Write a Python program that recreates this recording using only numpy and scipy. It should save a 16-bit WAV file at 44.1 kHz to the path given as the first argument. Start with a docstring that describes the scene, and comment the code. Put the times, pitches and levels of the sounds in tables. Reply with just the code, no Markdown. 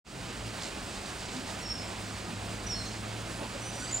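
"""A bamboo thicket in a garden.

An even hush of broadband noise and the drone of distant traffic fade in together. One far engine, a set of
harmonics of its firing rate, eases off and slowly picks up again. Leaves rustle in brief bursts of noise among
dull far-off knocks and one low hoot. Small birds give thin whistles (pure tones), a faint lisp, nasal squeaks
(harmonic stacks) and a sharp trill, all scattered by the thicket."""
import sys
import numpy as np
from scipy import signal
from scipy.fft import rfft, irfft
from scipy.io import wavfile

SR = 44100
rng = np.random.default_rng(int(sys.argv[2]) if len(sys.argv) > 2 else 0)


def master(y):
    """Save y as 16-bit WAV."""
    cut = np.clip(np.atleast_2d(y).T, -1, 1)
    pcm = np.round(cut * 32767)  # scale
    wavfile.write(sys.argv[1], SR, pcm.astype(np.int16))


N = 176400
T = np.arange(N) / SR
FREQS = np.maximum(np.arange(N // 2 + 1) * SR / N, 1)

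# Background air and traffic. Each row: frequency in Hz, relative spectral density in dB.
HUSH_SPECTRUM = [(13,-39),(24,-17),(45,-9.5),(65,-7),(85,-10),(145,-10),(200,-8),(310,-9.5),(450,-13),(720,-12),(1140,-16.5),(1550,-17),(1980,-19),(2500,-18),(3600,-21.5),(4800,-21),(5900,-26),(7700,-23.5),(9200,-27.5),(11200,-42),(13000,-44),(15000,-42.5)]
# The far engine. Each row: time in seconds, firing rate in Hz, level in dB.
ENGINE_COURSE = [(0.1,136.3,-47.5),(0.3,117.7,-50),(0.48,109,-44.5),(0.62,104.4,-56),(1.1,102,-58),(1.5,99.53,-50.5),(2.1,102.4,-45.5),(3.0,108.1,-42.5),(3.55,112,-46.5),(3.85,116.7,-46.5),(4.0,112,-49)]
# Its harmonics. Each row: multiple of the firing rate, relative level in dB.
ENGINE_ORDERS = [(1,0),(2,-10),(3,-15)]
# Traffic drones. Each row: centre in Hz, half-width in Hz, base level in dB.
DRONES = [(50,4.54,-53.5),(65.2,5.8,-57.5),(189,21,-53.5),(1244,5.6,-63.5)]
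# Their rise and fall. Each row: time in seconds, gain in dB.
DRONE_GAIN = [(0.1,0.5),(0.5,1.5),(0.66,-12.5),(0.78,0),(1.2,-2),(2.1,3),(3.1,3.5),(4.0,1)]
# Far knocks. Each row: peak time and spread in seconds, centre and half-width in Hz, level in dB.
KNOCKS = [(.47,.018,175,55.56,-45),(1.497,0.013,720,231.5,-42),(1.921,.012,1010,86,-45.5),(2.295,.012,190,70,-44),(2.6,0.02,1000,299.8,-50),(3.425,.026,328,209.8,-40.5),(3.432,.026,750,378,-40.5),(3.57,0.02,557,40,-46),(3.782,.018,555,40,-48)]
# Leaf rustles. Each row: peak time and spread in seconds, level in dB.
RUSTLES = [(0.647,0.05,-43),(0.94,0.038,-45),(1.078,.025,-41),(1.222,0.036,-44.5),(1.363,0.044,-44.5),(1.495,0.021,-39.5),(1.6,.02,-48),(3.914,.005,-44),(3.979,0.0048,-40)]
# Their colour. Each row: frequency in Hz, relative spectral density in dB.
LEAF_SPECTRUM = [(300,-8),(700,-5),(1500,-4.5),(3000,-3),(4500,1),(6000,-4),(8000,-2.5),(11000,-24),(15000,-36)]
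# The hoot. Its row: peak time and spread in seconds, pitch in Hz, level in dB.
HOOT = [(1.377,.021,256,-37.5)]
# Bird notes. Each row: start and length in seconds, first and last pitch in Hz, base level in dB.
WHISTLES = [(1.615,0.046,5630,5525,-47),(1.65,0.044,5420,5440,-42),(1.686,0.046,5480,5420,-39.5),(1.732,0.032,5430,5380,-47),(1.775,.07,5380,5257,-51),(1.778,.045,5120,5050,-48),(1.85,0.054,7650,7450,-56),
            (2.664,.018,5740,5910,-38.5),(2.689,0.015,6080,5650,-42),(2.699,0.0513,5680,5247,-34.5),(2.747,0.082,4410,4127,-45),(2.765,.085,8680,8170,-56.5),
            (2.86,0.027,6800,5900,-46.5),(2.855,0.042,4400,4100,-50),(3.872,.03,4710,4780,-47),(3.908,.016,6700,6950,-42)]
SQUEAKS = [(3.615,0.098,2960,3030,-46.5),(3.73,.10,1174,1170,-51),(3.801,0.0458,1448,1520,-51),(3.835,0.087,1544,1575,-48.5)]
TRILL = [(3.923,.013,7030,7110,-31.5),(3.94,0.016,7080,7157,-28),(3.959,0.017,7150,7038,-29.5),(3.992,.014,7100,7024,-46)]
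# Throat resonances of the squeaks. Each row: frequency in Hz, gain in dB.
THROAT_RESPONSE = [(1150,-18),(1450,4.5),(1560,-13),(3000,-11),(4700,-3.5),(5950,-0.5),(6500,-8),(7600,2),(9200,-8),(11000,-28.5),(14000,-38)]
# Likeness of the noise at two microphones. Each row: frequency in Hz, correlation from 0 to 1.
COHERENCE = [(60,.99),(150,1),(500,0.95),(1000,0.87),(2200,0.867),(4500,0.905),(8000,0.84),(12000,1)]
# Stereo balance. Each row: frequency in Hz, level of left over right in dB.
BALANCE = [(60, 0.5), (120, 0.0), (240, -0.5), (480, -0.5), (950, -3), (1890, -5.5), (3770, -3.5),
           (7520, -2.5), (15000, 0.0)]
# Stereo phase. Each row: frequency in Hz, lead of left over right in radians.
PHASE_LEAD = [(30,-.1),(120,-0.318),(250,-0.53),(500,-0.92),(1000,-0.92),(2200,-0.67),(4000,-0.395),(8500,-0.44),(12000,-0.075)]
# The fade-in. Each row: time in seconds, gain in dB.
FADE_IN = [(0.04,-72),(0.05,-25.5),(0.07,-12.5),(0.1,-7.5),(0.2,-1.5),(0.35,-1)]

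CUTOFF_HZ = 15800


def from_db(db):
    """Amplitude grows tenfold for every 20 dB."""
    return 10 ** (np.asarray(db) / 20)


def rms_one(x):
    """Dividing by the rms gives unit power."""
    return x / np.sqrt(np.mean(x ** 2) + 1e-20)


def in_time(rows):
    """Linear interpolation gives each column at every sample."""
    times, *columns = np.transpose(rows)
    return [np.interp(T, times, column) for column in columns]


def at_hz(points, hz):
    """A spectrum is interpolated on a log-frequency axis."""
    freqs, values = np.transpose(points)
    return np.interp(np.log(hz), np.log(freqs), values)


def drift(rate_hz):
    """Low-passed noise wanders at random, with rms 1."""
    return rms_one(irfft(rfft(rng.standard_normal(N)) / (1 + (FREQS / rate_hz) ** 2) * (FREQS > 1), N))


def narrow_noise(hz, width_hz):
    """A resonance selects a narrow band of noise, with rms 1."""
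    return rms_one(irfft(rfft(rng.standard_normal(N)) / (1 + ((FREQS - hz) / width_hz) ** 2), N))


def banded_noise(spectrum, shared_db, patchy_db, flicker_hz):
    """Partly coherent stereo noise of rms 1 flickers in octave bands, together and singly."""
    coherence = np.clip(at_hz(COHERENCE, FREQS), 0, 1)
    mid, side = rfft(rng.standard_normal((2, N))) * from_db(at_hz(spectrum, FREQS))
    stereo = np.sqrt(1 + coherence) * mid + np.sqrt(1 - coherence) * side * [[1], [-1]]
    together_db = shared_db * drift(10.4)
    out = np.zeros((2, N))
    for low_hz in 16 * 2 ** np.arange(11):
        octave = irfft(stereo * (FREQS >= low_hz) * (FREQS < 2 * low_hz), N)
        out += octave * from_db(together_db + patchy_db * drift(flicker_hz))
    return rms_one(out)


def swell(peak_s, spread_s):
    """A Gaussian envelope rises and falls smoothly."""
    return np.exp(-.5 * ((T - peak_s) / spread_s) ** 2)


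def hush():
    """Air and distant traffic add incoherently into nearly steady broadband noise."""
    return from_db(-39) * banded_noise(HUSH_SPECTRUM, shared_db=.5, patchy_db=.7638, flicker_hz=20)


def engine():
    """Periodic firing radiates harmonics of the firing rate, each wavering in level."""
    firing_hz, db = in_time(ENGINE_COURSE)
    phase = 2 * np.pi * np.cumsum(firing_hz * (1 + .00683 * drift(11.5))) / SR
    return sum(np.sqrt(2) * from_db(db + order_db + 1.6 * drift(8.5)) * np.sin(order * phase)
               for order, order_db in ENGINE_ORDERS)


def traffic():
    """Distant traffic drones in narrow noise bands that swell and dip together."""
    drones = sum(from_db(db) * narrow_noise(hz, width) for hz, width, db in DRONES)
    return from_db(in_time(DRONE_GAIN)[0]) * drones


def knocks():
    """Low bands of noise with no sharp onset are heard as dull knocks and puffs."""
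    return sum(from_db(db) * swell(peak, spread) * narrow_noise(hz, width)
               for peak, spread, hz, width, db in KNOCKS)


def leaves():
    """Foliage swishes in bursts of noise, made grainy by fast amplitude modulation."""
    envelope = sum(from_db(db) * swell(peak, spread) for peak, spread, db in RUSTLES)
    return envelope * banded_noise(LEAF_SPECTRUM, shared_db=1.8, patchy_db=4, flicker_hz=180)


def hoot():
    """A low sinusoid under a short, smooth envelope is heard as a far hoot."""
    return sum(np.sqrt(2) * from_db(db) * swell(peak, spread) * np.sin(2 * np.pi * hz * T)
               for peak, spread, hz, db in HOOT)


def note(start, length, first_hz, last_hz, waver, edge_s=.0038):
    """A note's phase is the integral of its gliding pitch; its envelope ramps at both ends."""
    progress = np.clip((T - start) / length, 0, 1)
    hz = (first_hz + (last_hz - first_hz) * progress ** .8) * (1 + waver)
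    envelope = np.clip(np.minimum(T - start, start + length - T) / edge_s, 0, 1)
    return 2 * np.pi * np.cumsum(hz) / SR, envelope


def whistles(notes, waver):
    """A bird's whistle is a single gliding sinusoid; short pulses of it make a trill."""
    out = np.zeros(N)
    for *glide, db in notes:
        phase, envelope = note(*glide, waver)
        out += np.sqrt(2) * from_db(db) * envelope * np.sin(phase)
    return out


def thicket(calls, t60_s=.64, delay_s=.012, echo_db=-3.5, blur_s=.00002):
    """Scattering by stems and stirring leaves adds a diffuse tail, different on each side."""
    mid, side = rng.standard_normal((2, SR)) * from_db(-60 * T[:SR] / t60_s) * (T[:SR] > delay_s)
    tail = mid + .29 * side * [[1], [-1]]
    tail /= np.sqrt(np.sum(tail ** 2) / 2)
    blurred = np.interp(T + blur_s * drift(110), T, calls)  # a wandering delay blurs the pitch
    return calls + from_db(echo_db) * signal.fftconvolve(blurred[None], tail, axes=1)[:, :N]


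def lisp():
    """A very high, narrow band of noise is heard as a faint lisping call."""
    return from_db(-60) * swell(peak_s=3.37, spread_s=.06) * narrow_noise(hz=10400.5, width_hz=180)


def squeaks(waver):
    """The throat filters a harmonic source, which fast frequency modulation makes raspy."""
    out = np.zeros(N)
    rasp = .0079 * drift(498)
    for start, length, first_hz, last_hz, db in SQUEAKS:
        phase, envelope = note(start, length, first_hz, last_hz, waver + rasp)
        for k in range(1, int(CUTOFF_HZ / last_hz)):
            gain = from_db(db + at_hz(THROAT_RESPONSE, k * first_hz))
            out += np.sqrt(2) * gain * envelope * np.sin(k * phase)
    return out


def scene():
    """The sources add by superposition; only the birds echo in the thicket."""
    background = hush() + engine() + traffic() + knocks() + leaves() + hoot()
    waver = .0031 * drift(136)  # as a fraction of the pitch
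    birds = whistles(WHISTLES, waver) + lisp() + squeaks(waver) + whistles(TRILL, waver)
    flutter_db = 1.8 * drift(54)
    return background + thicket(birds * from_db(flutter_db))


def record(dry):
    """Two close microphones differ in level and phase; their signal is faded in and low-passed."""
    sides = np.array([[.5], [-.5]])
    pair = from_db(sides * at_hz(BALANCE, FREQS)) * np.exp(1j * sides * at_hz(PHASE_LEAD, FREQS))
    faded = irfft(rfft(dry) * pair, N) * from_db(in_time(FADE_IN)[0])
    return signal.sosfilt(signal.ellip(12, .2, 80, CUTOFF_HZ, fs=SR, output="sos"), faded)


dry = scene()
out = record(dry)
master(out)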